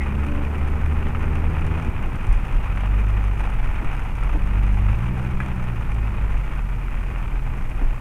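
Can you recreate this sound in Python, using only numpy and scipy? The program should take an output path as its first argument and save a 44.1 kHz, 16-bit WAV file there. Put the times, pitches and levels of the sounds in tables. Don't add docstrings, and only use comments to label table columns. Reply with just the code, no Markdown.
import sys
import numpy as np
from scipy import signal
from scipy.fft import rfft, irfft
from scipy.io import wavfile
from scipy.ndimage import map_coordinates

SR = 44100
rng = np.random.default_rng(int(sys.argv[2]) if len(sys.argv) > 2 else 0)


def wrap_up_sound(samples):
    columns = np.atleast_2d(samples).T
    tamed = np.clip(columns, -1, 1)
    steps = np.round(tamed * 32767).astype(np.int16)
    wavfile.write(sys.argv[1], SR, steps)


N = 353064
TIME = np.arange(N) / SR

# (time [s], firing rate [Hz])
ENGINE_SPEED = [(0, 69.23), (.38, 72.9), (1.8, 80), (2.05, 65.95), (2.4, 45.8), (2.72, 45.62),
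                (3.08, 50.74), (3.36, 47.83), (3.63, 41.44), (4.1, 41.3), (4.48, 47.98), (4.86, 49.15),
                (5.1, 62.32), (5.48, 64.8), (5.81, 56.16), (6.15, 51.26), (6.6, 42.56), (8, 39.4)]
# (frequency [Hz], gain [dB])
PANEL_RESPONSE = [(150, -8.5), (450, -5), (740, 0), (850, 4), (950, 0.5), (1100, 0.5), (1370, 2.5),
                  (1700, -3.5), (2480, -0.5), (2930, -8.5), (3400, -17), (4100, -30), (6000, -42),
                  (15000, -59)]
# (frequency [Hz], gain [dB])
SPLASH_TONE = [(2000, 8), (4300, -3.5), (5700, 4.5), (7800, 1), (9100, 9), (10300, -4.5), (15000, -19)]


def undb(db):
    return 10 ** (np.asarray(db) / 20)


def level(x, db):
    return x * undb(db) / np.sqrt(np.mean(x ** 2))


def peak(x, db):
    return x * undb(db) / np.max(np.abs(x))


def curves(table):
    s, *columns = np.transpose(table)
    return [np.interp(TIME, s, c) for c in columns]


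def add(out, s, sound):
    start = max(int(s * SR), 0)
    out[start:start + len(sound)] += sound[:max(N - start, 0)]


def fade(t, t60):
    return np.exp(-np.log(1000) * t / t60)


def walk(rate):
    knots = rng.standard_normal(N // 100)
    return map_coordinates(knots, [TIME * rate], order=2, mode="wrap")


def colour(x, points, size=2048):
    hz, db = np.transpose(points)
    bins = np.maximum(np.fft.rfftfreq(size, 1 / SR), 1)
    gain_db = np.interp(np.log(bins), np.log(hz), db)
    cepstrum = irfft(np.log(undb(gain_db)))
    cepstrum[1:size // 2] *= 2
    cepstrum[size // 2 + 1:] = 0
    response = irfft(np.exp(rfft(cepstrum)))
    return signal.oaconvolve(x, response)[:len(x)]


def noise(points, size=2048):
    return level(colour(rng.standard_normal(N), points, size=size), 0)


def road():
    # (time [s], level [dB])
    roughness = [(0, -25.5), (2, -20.5), (3, -26), (4.1, -22), (6.5, -25), (8, -21)]
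    # (frequency [Hz], gain [dB])
    rumble_tone = [(8, -12), (17, 3), (24, 2), (31, -4), (45, -4.5), (65, -9.5), (95, -11.5), (130, -11),
                   (170, -26.5), (260, -36), (500, -80.5)]
    # (frequency [Hz], gain [dB])
    tyre_tone = [(60, -20), (90, 4.5), (128, 0.5), (170, 7.5), (215, 5.5), (275, 2.5), (390, -1.5),
                 (620, -8), (860, -9.5), (1200, -11), (2500, -22.5), (4000, -53.5)]
    start_db, fall_db_per_s = -36.5, 0.34
    roar_db_per_octave, cruise_hz = 5, 54.1
    sway_hz, drum_fall_db_per_s, braking_s = 55.32, 4, 6.6

    rumble_db, = curves(roughness)
    rumble = noise(rumble_tone, size=16384) * undb(rumble_db)
    low_pass = signal.butter(4, sway_hz / (SR / 2), output="sos")
    sway = signal.sosfiltfilt(low_pass, rumble, padtype="even", padlen=SR // 4)
    drumming = (rumble - sway) * undb(-drum_fall_db_per_s * np.maximum(TIME - braking_s, 0))

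    engine_hz, = curves(ENGINE_SPEED)
    speed_db = roar_db_per_octave * np.log2(engine_hz / cruise_hz)
    tyre_db = start_db - fall_db_per_s * TIME + speed_db
    tyres = noise(tyre_tone, size=4096) * undb(tyre_db + 1.0 * walk(9.8))
    return sway + drumming + tyres


def hum():
    start_s, length_s, hum_db = 0.183, 0.34, -35.5
    start_hz, sag_hz_per_s = 293.4, 32
    t = np.clip(TIME - start_s, 0, length_s)
    phase = 2 * np.pi * np.cumsum(start_hz - sag_hz_per_s * t) / SR
    swell = np.sin(np.pi * t / length_s)
    tone = np.sin(phase) + undb(-10.0) * np.sin(2 * phase)
    return np.sqrt(2) * undb(hum_db) * swell * tone


def loose_things():
    # (time [s], peak level [dB])
    clacks = [(5.403, -15.5), (5.41, -26)]
    # (frequency [Hz], relative level [dB], 60 dB decay time [s])
    plastic_modes = [(1158, -23, 0.043), (1690, 11.5, 0.059), (2000, 15, 0.02), (2380, 10.5, 0.022)]
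    out, t = np.zeros(N), np.arange(SR // 8) / SR

    clink = np.sin(2 * np.pi * 2130 * t) * fade(t, 0.12)
    clink += .7 * np.sin(2 * np.pi * 1950 * t) * fade(t, 0.16)
    soft_onset = 1 - fade(t, 0.025)
    add(out, .004, peak(clink * soft_onset, -26))

    ring = sum(undb(db) * np.sin(2 * np.pi * hz * t) * fade(t, t60) for hz, db, t60 in plastic_modes)
    for s, db in clacks:
        strike = undb(27.5) * (t == 0)
        cabin = undb(7) * rng.standard_normal(len(t)) * fade(t, .04)
        add(out, s, peak(colour(ring + strike + cabin, PANEL_RESPONSE), db))
    return out


def bumps():
    # (time [s], peak level [dB], body pitch [Hz], 60 dB ring time [s], trim rattle peak level [dB])
    jolts = [(2.287, -5.5, 35, 0.24, -40), (2.329, -6.5, 30.5, 0.17, -44), (2.521, -10, 29.8, 0.19, -43),
             (3.808, -31, 55, 0.18, -25.5), (3.849, -15, 8.8, 0.39, -50), (4.336, -8, 39.4, 0.15, -22.5),
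             (5.33, -17, 19, 0.15, -41), (7.335, -31, 38, 0.22, -30), (7.804, -10.5, 28.6, 0.46, -25.5)]
    # (frequency [Hz], gain [dB])
    trim_tone = [(60, -10), (150, -0.5), (280, 10), (430, -0.5), (650, -7.5), (1000, -6), (2500, -50)]
    out, t = np.zeros(N), np.arange(SR // 2) / SR
    give = 1 - fade(t, 0.11)
    for s, db, hz, ring_s, rattle_db in jolts:
        swing = -np.sin(2 * np.pi * hz * t) * fade(t, ring_s) * give
        add(out, s, peak(swing, db))
        rattle = rng.standard_normal(len(t)) * fade(t, 0.12) * give
        add(out, s, peak(colour(rattle, trim_tone), rattle_db))
    return out


def engine():
    # (time [s], gain [dB])
    throttle = [(0, 2), (1.85, 3), (2.15, -15.5), (2.9, 0), (3.4, -3), (4.05, -10.5), (4.3, -2.5), (5.1, 3),
                (5.22, 0.5), (6.1, -4.5), (7.2, -3.5), (8, -7)]
    # (multiple of the firing rate, relative level [dB])
    harmonics = [(1, -19), (2, -25.5), (3, -32.5), (4, -37.5), (5, -42), (6, -44)]
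    # (frequency [Hz], gain [dB])
    cabin_boom = [(40, -4.5), (49, 1), (53, 0.5), (59, -13), (70, -7), (78, -7), (85, -14), (99, -1),
                  (124, -3), (136, -12), (149, -16.5), (160, -9.5), (192, -0.5), (230, -9), (255, -20),
                  (322, -8.5), (365, -7.5), (480, -10.5)]
    hz, = curves(ENGINE_SPEED)
    throttle_db, = curves(throttle)
    boom_hz, boom_db = np.transpose(cabin_boom)
    phase = 2 * np.pi * np.cumsum(hz) / SR
    out = np.zeros(N)
    for multiple, db in harmonics:
        cabin_db = np.interp(np.log(multiple * hz), np.log(boom_hz), boom_db)
        shake_db = 1.2 * walk(10)
        gain = np.sqrt(2) * undb(db + throttle_db + cabin_db + shake_db)
        out += gain * np.sin(multiple * phase + rng.uniform(0, 2 * np.pi))
    return out


def easing_db(s):
    slowing_s, rise_db_per_s, fall_db_per_s = 4.68, 0.05, 1.1
    before_s, after_s = np.maximum(slowing_s - s, 0), np.maximum(s - slowing_s, 0)
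    return -rise_db_per_s * before_s - fall_db_per_s * after_s


def impact(hz, ring_db, ring_s, cabin_db, cabin_s):
    t = np.arange(SR // 8) / SR
    push = 1. * (t == 0)
    ring = np.cos(2 * np.pi * hz * t) * fade(t, ring_s)
    cabin = rng.standard_normal(len(t)) * fade(t, cabin_s)
    return -(push + undb(ring_db) * ring + undb(cabin_db) * cabin)


def patter(per_s, spread_db, limit_db):
    falls = rng.random(N) < per_s / SR
    return falls * undb(np.minimum(spread_db * rng.exponential(size=N), limit_db))


def rain(count=14):
    rain_db = -38 + easing_db(TIME)
    knocks, splashes = np.zeros(N), np.zeros(N)
    for hz in np.geomspace(750, 2600, count):
        hits = patter(per_s=60, spread_db=5.2, limit_db=13)
        drop = impact(hz, ring_db=-28, ring_s=0.014, cabin_db=-15.5, cabin_s=0.045)
        knocks += signal.oaconvolve(hits, drop)[:N]
        spray_hits = patter(per_s=30, spread_db=4.6, limit_db=13)
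        splashes += (hits + spray_hits) ** 2 * rng.standard_normal(N)
    t = np.arange(SR // 20) / SR
    spray = signal.oaconvolve(splashes, rng.standard_normal(len(t)) * fade(t, 0.018))[:N]
    shower = level(colour(knocks, PANEL_RESPONSE), 0) + level(colour(spray, SPLASH_TONE), -24.5)
    flurries_db = .7 * walk(22)
    return shower * undb(rain_db + flurries_db)


def fat_drops(count=28):
    # (time [s], peak level [dB], ring [Hz])
    heavy_drops = [(1.069, -20.5, 1030), (1.149, -19, 1190), (1.442, -22, 970), (1.568, -20.5, 1380),
                   (2.774, -18.5, 2000), (2.835, -21, 700), (2.856, -22, 910), (3.406, -19, 860),
                   (3.474, -21, 820), (3.66, -22, 1300), (4.235, -23, 2330), (4.886, -21, 1260),
                   (6.592, -22.5, 840), (6.883, -23.5, 1400), (6.943, -24.5, 1000)]
    # (time [s], peak level [dB])
    sharp_ticks = [(1.6656, -36), (1.8253, -38), (2.157, -39), (2.2687, -38), (2.3271, -35), (2.8604, -40),
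                   (3.4057, -40), (4.1535, -40), (4.2353, -36), (5.4021, -41), (5.9449, -40), (7.6979, -38)]
    stray_drop_db, stray_tick_db, stray_spread_db = -28.5, -44.5, 2.5
    low_hz, high_hz = 820, 2520
    out, t = np.zeros(N), np.arange(SR // 20) / SR

    knocks, ticks = [*heavy_drops], [*sharp_ticks]
    for when, size, spot in rng.random((count, 3)):
        s = when * N / SR
        offset_db = stray_spread_db * (2 * size - 1) + easing_db(s)
        knocks.append((s, stray_drop_db + offset_db, low_hz * (high_hz / low_hz) ** spot))
        ticks.append((s, stray_tick_db + offset_db))

    for s, db, hz in knocks:
        knock = impact(hz, ring_db=-23, ring_s=.009, cabin_db=-23, cabin_s=.055)
        add(out, s, peak(colour(knock, PANEL_RESPONSE), db))
    envelope = fade(t, 0.0086) + undb(-5) * fade(t, 0.033)
    for s, db in ticks:
        add(out, s, peak(colour(rng.standard_normal(len(t)) * envelope, SPLASH_TONE), db))
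    return out


def scene():
    return (road() + hum() + loose_things() + bumps() + engine() + rain() + fat_drops())[None]


def record(dry):
    # (frequency [Hz], gain [dB])
    hiss_tone = [(100, -16), (4000, 3), (9000, 2.5), (11000, 1), (14000, 0), (15700, -6)]
    top_hz = 15600
    hiss = undb(-61) * noise(hiss_tone)
    low_pass = signal.ellip(8, .2, 70, top_hz, fs=SR, output="sos")
    return signal.sosfilt(low_pass, dry + hiss)


dry = scene()
out = record(dry)
wrap_up_sound(out)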